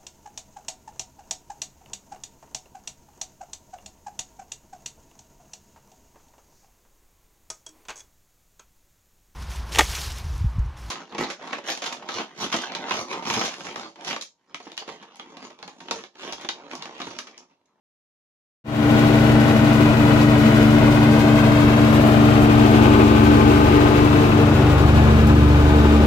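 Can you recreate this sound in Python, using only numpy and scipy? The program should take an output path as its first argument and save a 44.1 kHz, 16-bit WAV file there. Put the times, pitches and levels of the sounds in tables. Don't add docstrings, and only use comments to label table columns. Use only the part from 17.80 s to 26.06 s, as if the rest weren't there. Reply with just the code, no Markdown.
import sys
import numpy as np
from scipy import signal
from scipy.fft import rfft, irfft, next_fast_len
from scipy.io import wavfile
from scipy.ndimage import uniform_filter1d, minimum_filter1d

SR = 44100
rng = np.random.default_rng(int(sys.argv[2]) if len(sys.argv) > 2 else 0)


def unload_audio(sound):
    columns = np.transpose(np.atleast_2d(sound))
    steps = np.round(np.clip(columns, -1, 1) * 32767)
    wavfile.write(sys.argv[1], SR, steps.astype(np.int16))


N = 364266
T = np.arange(N) / SR

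CYLINDERS, WORKING_RPM = 6, 1471.6
PUMP_RATIO, BLOWER_RATIO = 0.98453, 2.05
SOUND_M_PER_S = 343

# (time [s], place [0 truck, 1 house front, 2 alley])
HEADING = [(3.7, 0), (5.3, 1), (6.1, 1), (6.95, 2)]
# (time [s], extra path to the right ear [m], exhaust gain at that ear [dB])
TRUCK_BEARING = [(1.2, .06, .4), (3.5, .06, .4), (5.8, .13, .3), (6.5, .11, .3), (7.1, -.08, 1.4),
                 (8.2, -.06, 1.3)]
# (time [s], extra path [m], gain [ratio])
PAVING_ECHO = [(1.1, .727, .26), (2.2, .693, .25), (3.2, .676, .25), (3.7, .648, .36), (4.1, .62, .24),
               (4.5, .535, .15), (5.2, .515, 0)]
# (time [s], frequency [Hz], half duration [s], gain [dB])
STANDING_WAVES = [(3.85, 74, 0.24, 7), (4.85, 121, 0.33, 3), (5.1, 147, 1.1, -9.5), (6.047, 147, 0.13, -5),
                  (6.1, 221, 0.59, -10), (6.55, 74, 0.38, -26.5), (6.96, 221, 0.19, -22),
                  (7.356, 294, 0.17, -13), (7.798, 221, 0.24, -14), (8.15, 147, .22, -8),
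                  (8.2, 97, 1.2, -16), (8.3, 121, 0.31, -15)]
# (frequency [Hz], coherence [0-1])
EAR_COHERENCE = [(60, 0.54), (150, 0.46), (300, 0.9), (640, 0.75), (1400, 0.27), (3000, 0.1)]
# (frequency [Hz], gain [dB])
RIGHT_COLOUR = [(60, -0.2), (200, -2.5), (380, -3.5), (700, -6), (1300, -6.5), (2400, -4.2), (5600, -2.5),
                (6700, -7), (8200, -13.5), (10000, -9.5), (12400, 1), (15000, 1.5)]
# (time [s], level [dB], duration [s])
GRIT_RUSHES = [(4.14, -41, .045), (4.21, -42, .02), (4.272, -36, .025), (4.32, -42, .03), (4.635, -42, .05),
               (5.45, -44, .022), (7.475, -42, .025)]
# (frequency [Hz], relative level [dB])
GRIT_SPECTRUM = [(1500, -30), (4000, -10), (7500, 2), (13000, 1), (16000, -5)]
# (frequency [Hz], relative level [dB])
ROAR_SPECTRUM = [(20, -80), (40, -52.5), (75, -50), (140, -47.5), (250, -49), (520, -51.5), (850, -52.5),
                 (1400, -55), (2600, -62), (4000, -69), (5600, -76), (7000, -76), (9500, -83), (15500, -88)]
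# (frequency [Hz], share of power [0-1])
CLATTER_FRACTION = [(150, .03), (450, .1), (800, .3), (1500, .55), (2500, .6), (3800, .35), (6000, .05)]
# (frequency [Hz], width [Hz], gain facing truck [dB], house [dB], alley [dB])
RESONANCES = [(182, 47, -6.5, -10, -2), (226, 40, 11.5, 3, -1.5), (294, 25.5, 12, 9.5, 6.5),
              (367.3, 53, 5, 9.5, 6.5), (456.6, 17.4, 7, 10, 7.5), (582, 27, 5, -3, 2.5),
              (649, 71, 8.5, 3.5, 3.5), (679, 19, -7, -2, -3), (751, 70, 5, 2.5, 0.5),
              (850, 88, -0.5, 6.5, 5.5), (1055, 23, 2, 10.5, 0), (1212, 97, 1, 5.5, 6.5),
              (1514, 70, 3.5, 8, 4.5), (1710, 390, -3.5, -2, -1.5), (1990, 230, 1.5, -2.5, -3),
              (2700, 640, 0.5, 2, 1.5), (3760, 340, 0.5, 1, 2)]
# (band centre [Hz], gain facing truck [dB], house [dB], alley [dB])
ROAR_BANDS = [(170, 1, 2.3, 1), (410, -1.6, 1.5, 0.19), (950, -0.17, 0.36, -1.7), (2580, 0.95, 1.1, -1.8),
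              (6000, 0.6, 1, -0.77), (12000, .9, .3, -1.8)]
# (order [per blower turn], relative level facing truck [dB], house [dB], alley [dB])
BLOWER_HARMONICS = [(7, -41, -41, -40), (8, -42.5, -24.5, -34), (9, -40, -49, -26.5), (13, -32.5, -42, -50),
                    (16, -33, -34, -31), (17, -39, -31, -57)]
# (order [per crankshaft turn], relative level [dB])
CRANK_HARMONICS = [(8, -39), (15, -38), (18, -33.5), (21, -38.5), (22, -39), (24, -39.5), (36, -43),
                   (39, -52), (42, -41.5), (45, -40), (57, -40.5), (60, -41), (63, -45.5), (66, -47.5),
                   (69, -47.5), (72, -45), (78, -46.5)]
# (order [per pump turn], level facing truck [dB], house [dB], alley [dB])
PUMP_HARMONICS = [(2, -36.5, -36.5, -33), (4, -29.5, -24, -18.5), (5, -20, -21, -20)]
# (order [per firing], level facing truck [dB], house [dB], alley [dB])
EXHAUST_HARMONICS = [(1, -39, -23, -16.5), (2, -24.5, -22.5, -22.5), (3, -18.2, -16.5, -18),
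                     (4, -18.5, -16.5, -20.5)]


def amp(db):
    return 10 ** (np.asarray(db) / 20)


def unit(x):
    return x / np.sqrt(np.mean(abs(x) ** 2) + 1e-20)


def spectrum(points, hz):
    frequency, value = np.transpose(points)
    return np.interp(np.log(hz + 1), np.log(frequency), value)


def curves(rows):
    times, *columns = np.transpose(rows)
    return [np.interp(T, times, column) for column in columns]


def shape(x, gain):
    size = next_fast_len(N + 2048)
    return irfft(rfft(x, size) * gain(np.fft.rfftfreq(size, 1 / SR)), size)[..., :N]


def drift(rate_hz):
    hz = np.fft.rfftfreq(4096, N / SR / 4000)
    slow = irfft(rfft(rng.standard_normal(4096)) * np.exp(-(hz / rate_hz) ** 2))
    return unit(np.interp(T, np.linspace(0, T[-1], len(slow)), slow))


def delayed(x, path_m):
    return np.interp(T - path_m / SOUND_M_PER_S, T, x)


def facing():
    place = curves(HEADING)[0]
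    return np.array([np.maximum(1 - abs(place - k), 0) for k in range(3)])


def transmission_db(corner_s=7.6, half_s=0.23, shadow_db=-1.4):
    shadow = shadow_db * np.exp(-((T - corner_s) / half_s) ** 2)
    return np.array(ROAR_BANDS)[:, 1:] @ facing() + shadow


def standing_wave_gain(tone_hz):
    gain = np.ones(N)
    for at_s, hz, half_s, db in STANDING_WAVES:
        if abs(np.log2(hz / tone_hz)) < 0.1:
            away = np.tanh((T - at_s) / half_s) ** 2
            gain *= np.sqrt(away + (1 - away) * amp(db) ** 2)
    return gain


def ground_reflection(x):
    path_m, gain = curves(PAVING_ECHO)
    return x + gain * np.array([delayed(ear, path_m) for ear in x])


def wall_reflections(x, echo_gain=0.16, sway_m=0.06, count=5):
    mids = shape(x, lambda hz: hz ** 4 / (hz ** 4 + 800 ** 4) / (1 + (hz / 3800) ** 4))
    paths_m = rng.uniform(.9, 3, (2, count))
    echoes = [sum(delayed(ear, path + sway_m * drift(0.45)) for path in paths)
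              for ear, paths in zip(mids, paths_m)]
    return x + echo_gain * np.array(echoes)


def two_ears(left, independent):
    coherence = lambda hz: spectrum(EAR_COHERENCE, hz)
    shared = delayed(shape(left, coherence), curves(TRUCK_BEARING)[0])
    diffuse = shape(independent, lambda hz: np.sqrt(1 - coherence(hz) ** 2))
    return np.array([left, shared + diffuse])


def hose_grit(grains_per_s=2200, trickle_db=-58.5, alley_db=-4, clump_db=1.0):
    trickle = amp(trickle_db + alley_db * facing()[-1] - clump_db * drift(12)) ** 2
    rushes = sum(amp(db) ** 2 * np.exp(-(2 * (T - at_s) / length_s) ** 2)
                 for at_s, db, length_s in GRIT_RUSHES)
    impacts = rng.standard_normal((2, N)) * (rng.random(N) < grains_per_s / SR)
    hiss = unit(shape(impacts, lambda hz: amp(spectrum(GRIT_SPECTRUM, hz))))
    return np.sqrt(trickle + rushes) * hiss


def tone(cycles, db):
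    both = np.array([cycles, delayed(cycles, curves(TRUCK_BEARING)[0])])
    return np.sqrt(2) * amp(db) * np.sin(2 * np.pi * both)


def whine(cycles, db, fade_db, waver_cycles):
    swell_db = fade_db * np.tanh(drift(1.8) + np.array([drift(1.9), drift(8.9)]))
    return tone(cycles + rng.random() + waver_cycles * drift(7.2), db + swell_db)


def blower_whine(turns, gain_db=-3.5):
    return sum(whine(order * turns, place_db @ facing() + gain_db, fade_db=6.5, waver_cycles=0.09)
               for order, *place_db in BLOWER_HARMONICS)


def crank_ringing(crank, gain_db=-2):
    midband_db = transmission_db()[2]
    return sum(whine(order * crank, db + gain_db + midband_db, fade_db=8.5, waver_cycles=0.13)
               for order, db in CRANK_HARMONICS)


def clatter(cycle, alike=0.28, rattle_samples=600, spots=12):
    common = rng.standard_normal((spots, 2, rattle_samples))
    own = rng.standard_normal((spots, 2, rattle_samples * CYLINDERS))
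    rattles = np.sqrt(alike) * np.tile(common, CYLINDERS) + np.sqrt(1 - alike) * own
    sample = (cycle % 1 * rattle_samples * CYLINDERS).astype(int)
    spot, progress = np.divmod(np.arange(N) * (spots - 1) / N, 1)
    here = rattles[spot.astype(int), :, sample].T
    ahead = rattles[spot.astype(int) + 1, :, sample].T
    return here * np.cos(np.pi / 2 * progress) + ahead * np.sin(np.pi / 2 * progress)


def resonate(x):
    grid_hz = np.geomspace(10, SR / 2, num=2000)
    centre_hz, width_hz, *places = np.transpose(RESONANCES)
    bells = 1 / (1 + (2 * (grid_hz[:, None] - centre_hz) / width_hz) ** 4)
    gains = [amp(spectrum(ROAR_SPECTRUM, grid_hz) + bells @ db) for db in places]
    return sum(share * shape(x, lambda hz: np.interp(hz, grid_hz, gain))
               for share, gain in zip(facing(), gains))


def throb_db(crank, knock_db=0.33, puff_db=1.25, rotor_hz=9.85, rotor_db=0.35, flutter_db=0.5):
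    cycle = crank / 2
    knock = knock_db * (np.cos(2 * np.pi * crank) + np.cos(2 * np.pi * CYLINDERS * cycle))
    angle = 2 * np.pi * (rotor_hz * T - 0.3)
    rotor = -rotor_db * np.cos(angle)
    flutter = flutter_db * np.cos(2 * angle) + 0.78 * drift(32)
    puff = puff_db * (1 - 2 * ((cycle - 0.6) % 1)) + 0.82 * drift(19)
    mids, treble = knock + flutter, rotor + puff
    return [0, flutter, mids, mids + rotor + 0.36 * puff, treble, treble]


def roar(crank, swell_db=0.21):
    share = lambda hz: spectrum(CLATTER_FRACTION, hz)
    air = shape(rng.standard_normal((2, N)), lambda hz: np.sqrt(1 - share(hz)))
    rattle = shape(clatter(crank / 2), lambda hz: np.sqrt(share(hz)))
    excitation = two_ears(*(air + rattle)) * np.sqrt(SR / 2)
    street = wall_reflections(ground_reflection(resonate(excitation)))
    log_centres = np.log([row[0] for row in ROAR_BANDS])
    bands = [shape(street, lambda hz: np.interp(np.log(hz + 1), log_centres, weights))
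             for weights in np.eye(len(ROAR_BANDS))]
    throbbing = sum(amp(db + throb) * band
                    for db, throb, band in zip(transmission_db(), throb_db(crank), bands))
    return amp(-swell_db * drift(2.8)) * throbbing


def hum(cycles, harmonics, flutter, waver_cycles):
    out = np.zeros((2, N))
    for order, *place_db in harmonics:
        phase = order * cycles
        partial = tone(phase + rng.random() + waver_cycles * drift(6.2), place_db @ facing())
        mean_hz = phase[-1] / T[-1]
        out += partial * standing_wave_gain(mean_hz) * (1 + flutter * drift(26))
    return out


def pump_hum(turns):
    return hum(turns, PUMP_HARMONICS, flutter=0.055, waver_cycles=0.0099)


def exhaust_hum(crank):
    exhaust = hum(CYLINDERS / 2 * crank, EXHAUST_HARMONICS, flutter=0.07, waver_cycles=0.0078)
    exhaust[1] *= amp(curves(TRUCK_BEARING)[1])
    return exhaust


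def crankshaft(hunt_rpm=2.3, period_s=1.0, fastest_s=1.15):
    rpm = WORKING_RPM + hunt_rpm * np.cos(2 * np.pi * (T - fastest_s) / period_s)
    return np.cumsum(rpm) / 60 / SR


def scene():
    crank = crankshaft()
    hums = exhaust_hum(crank) + pump_hum(PUMP_RATIO * crank)
    whines = crank_ringing(crank) + blower_whine(BLOWER_RATIO * crank)
    return hums + whines + roar(crank) + hose_grit()


def record(dry, start_s=0.84, fade_s=0.29, ceiling=0.94, cutoff_hz=15800):
    right = shape(dry[1], lambda hz: amp(spectrum(RIGHT_COLOUR, hz)))
    faded = np.array([dry[0], right]) * np.clip((T - start_s) / fade_s, 0, 1)
    safe_gain = np.minimum(1, ceiling / (abs(faded).max(axis=0) + 1e-9))
    limited = faded * uniform_filter1d(minimum_filter1d(safe_gain, size=201), size=201)
    lowpass = signal.firwin(1023, cutoff_hz, window=("kaiser", 9), fs=SR)
    return signal.oaconvolve(limited, lowpass[None], "same")


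dry = scene()
out = record(dry)
unload_audio(out)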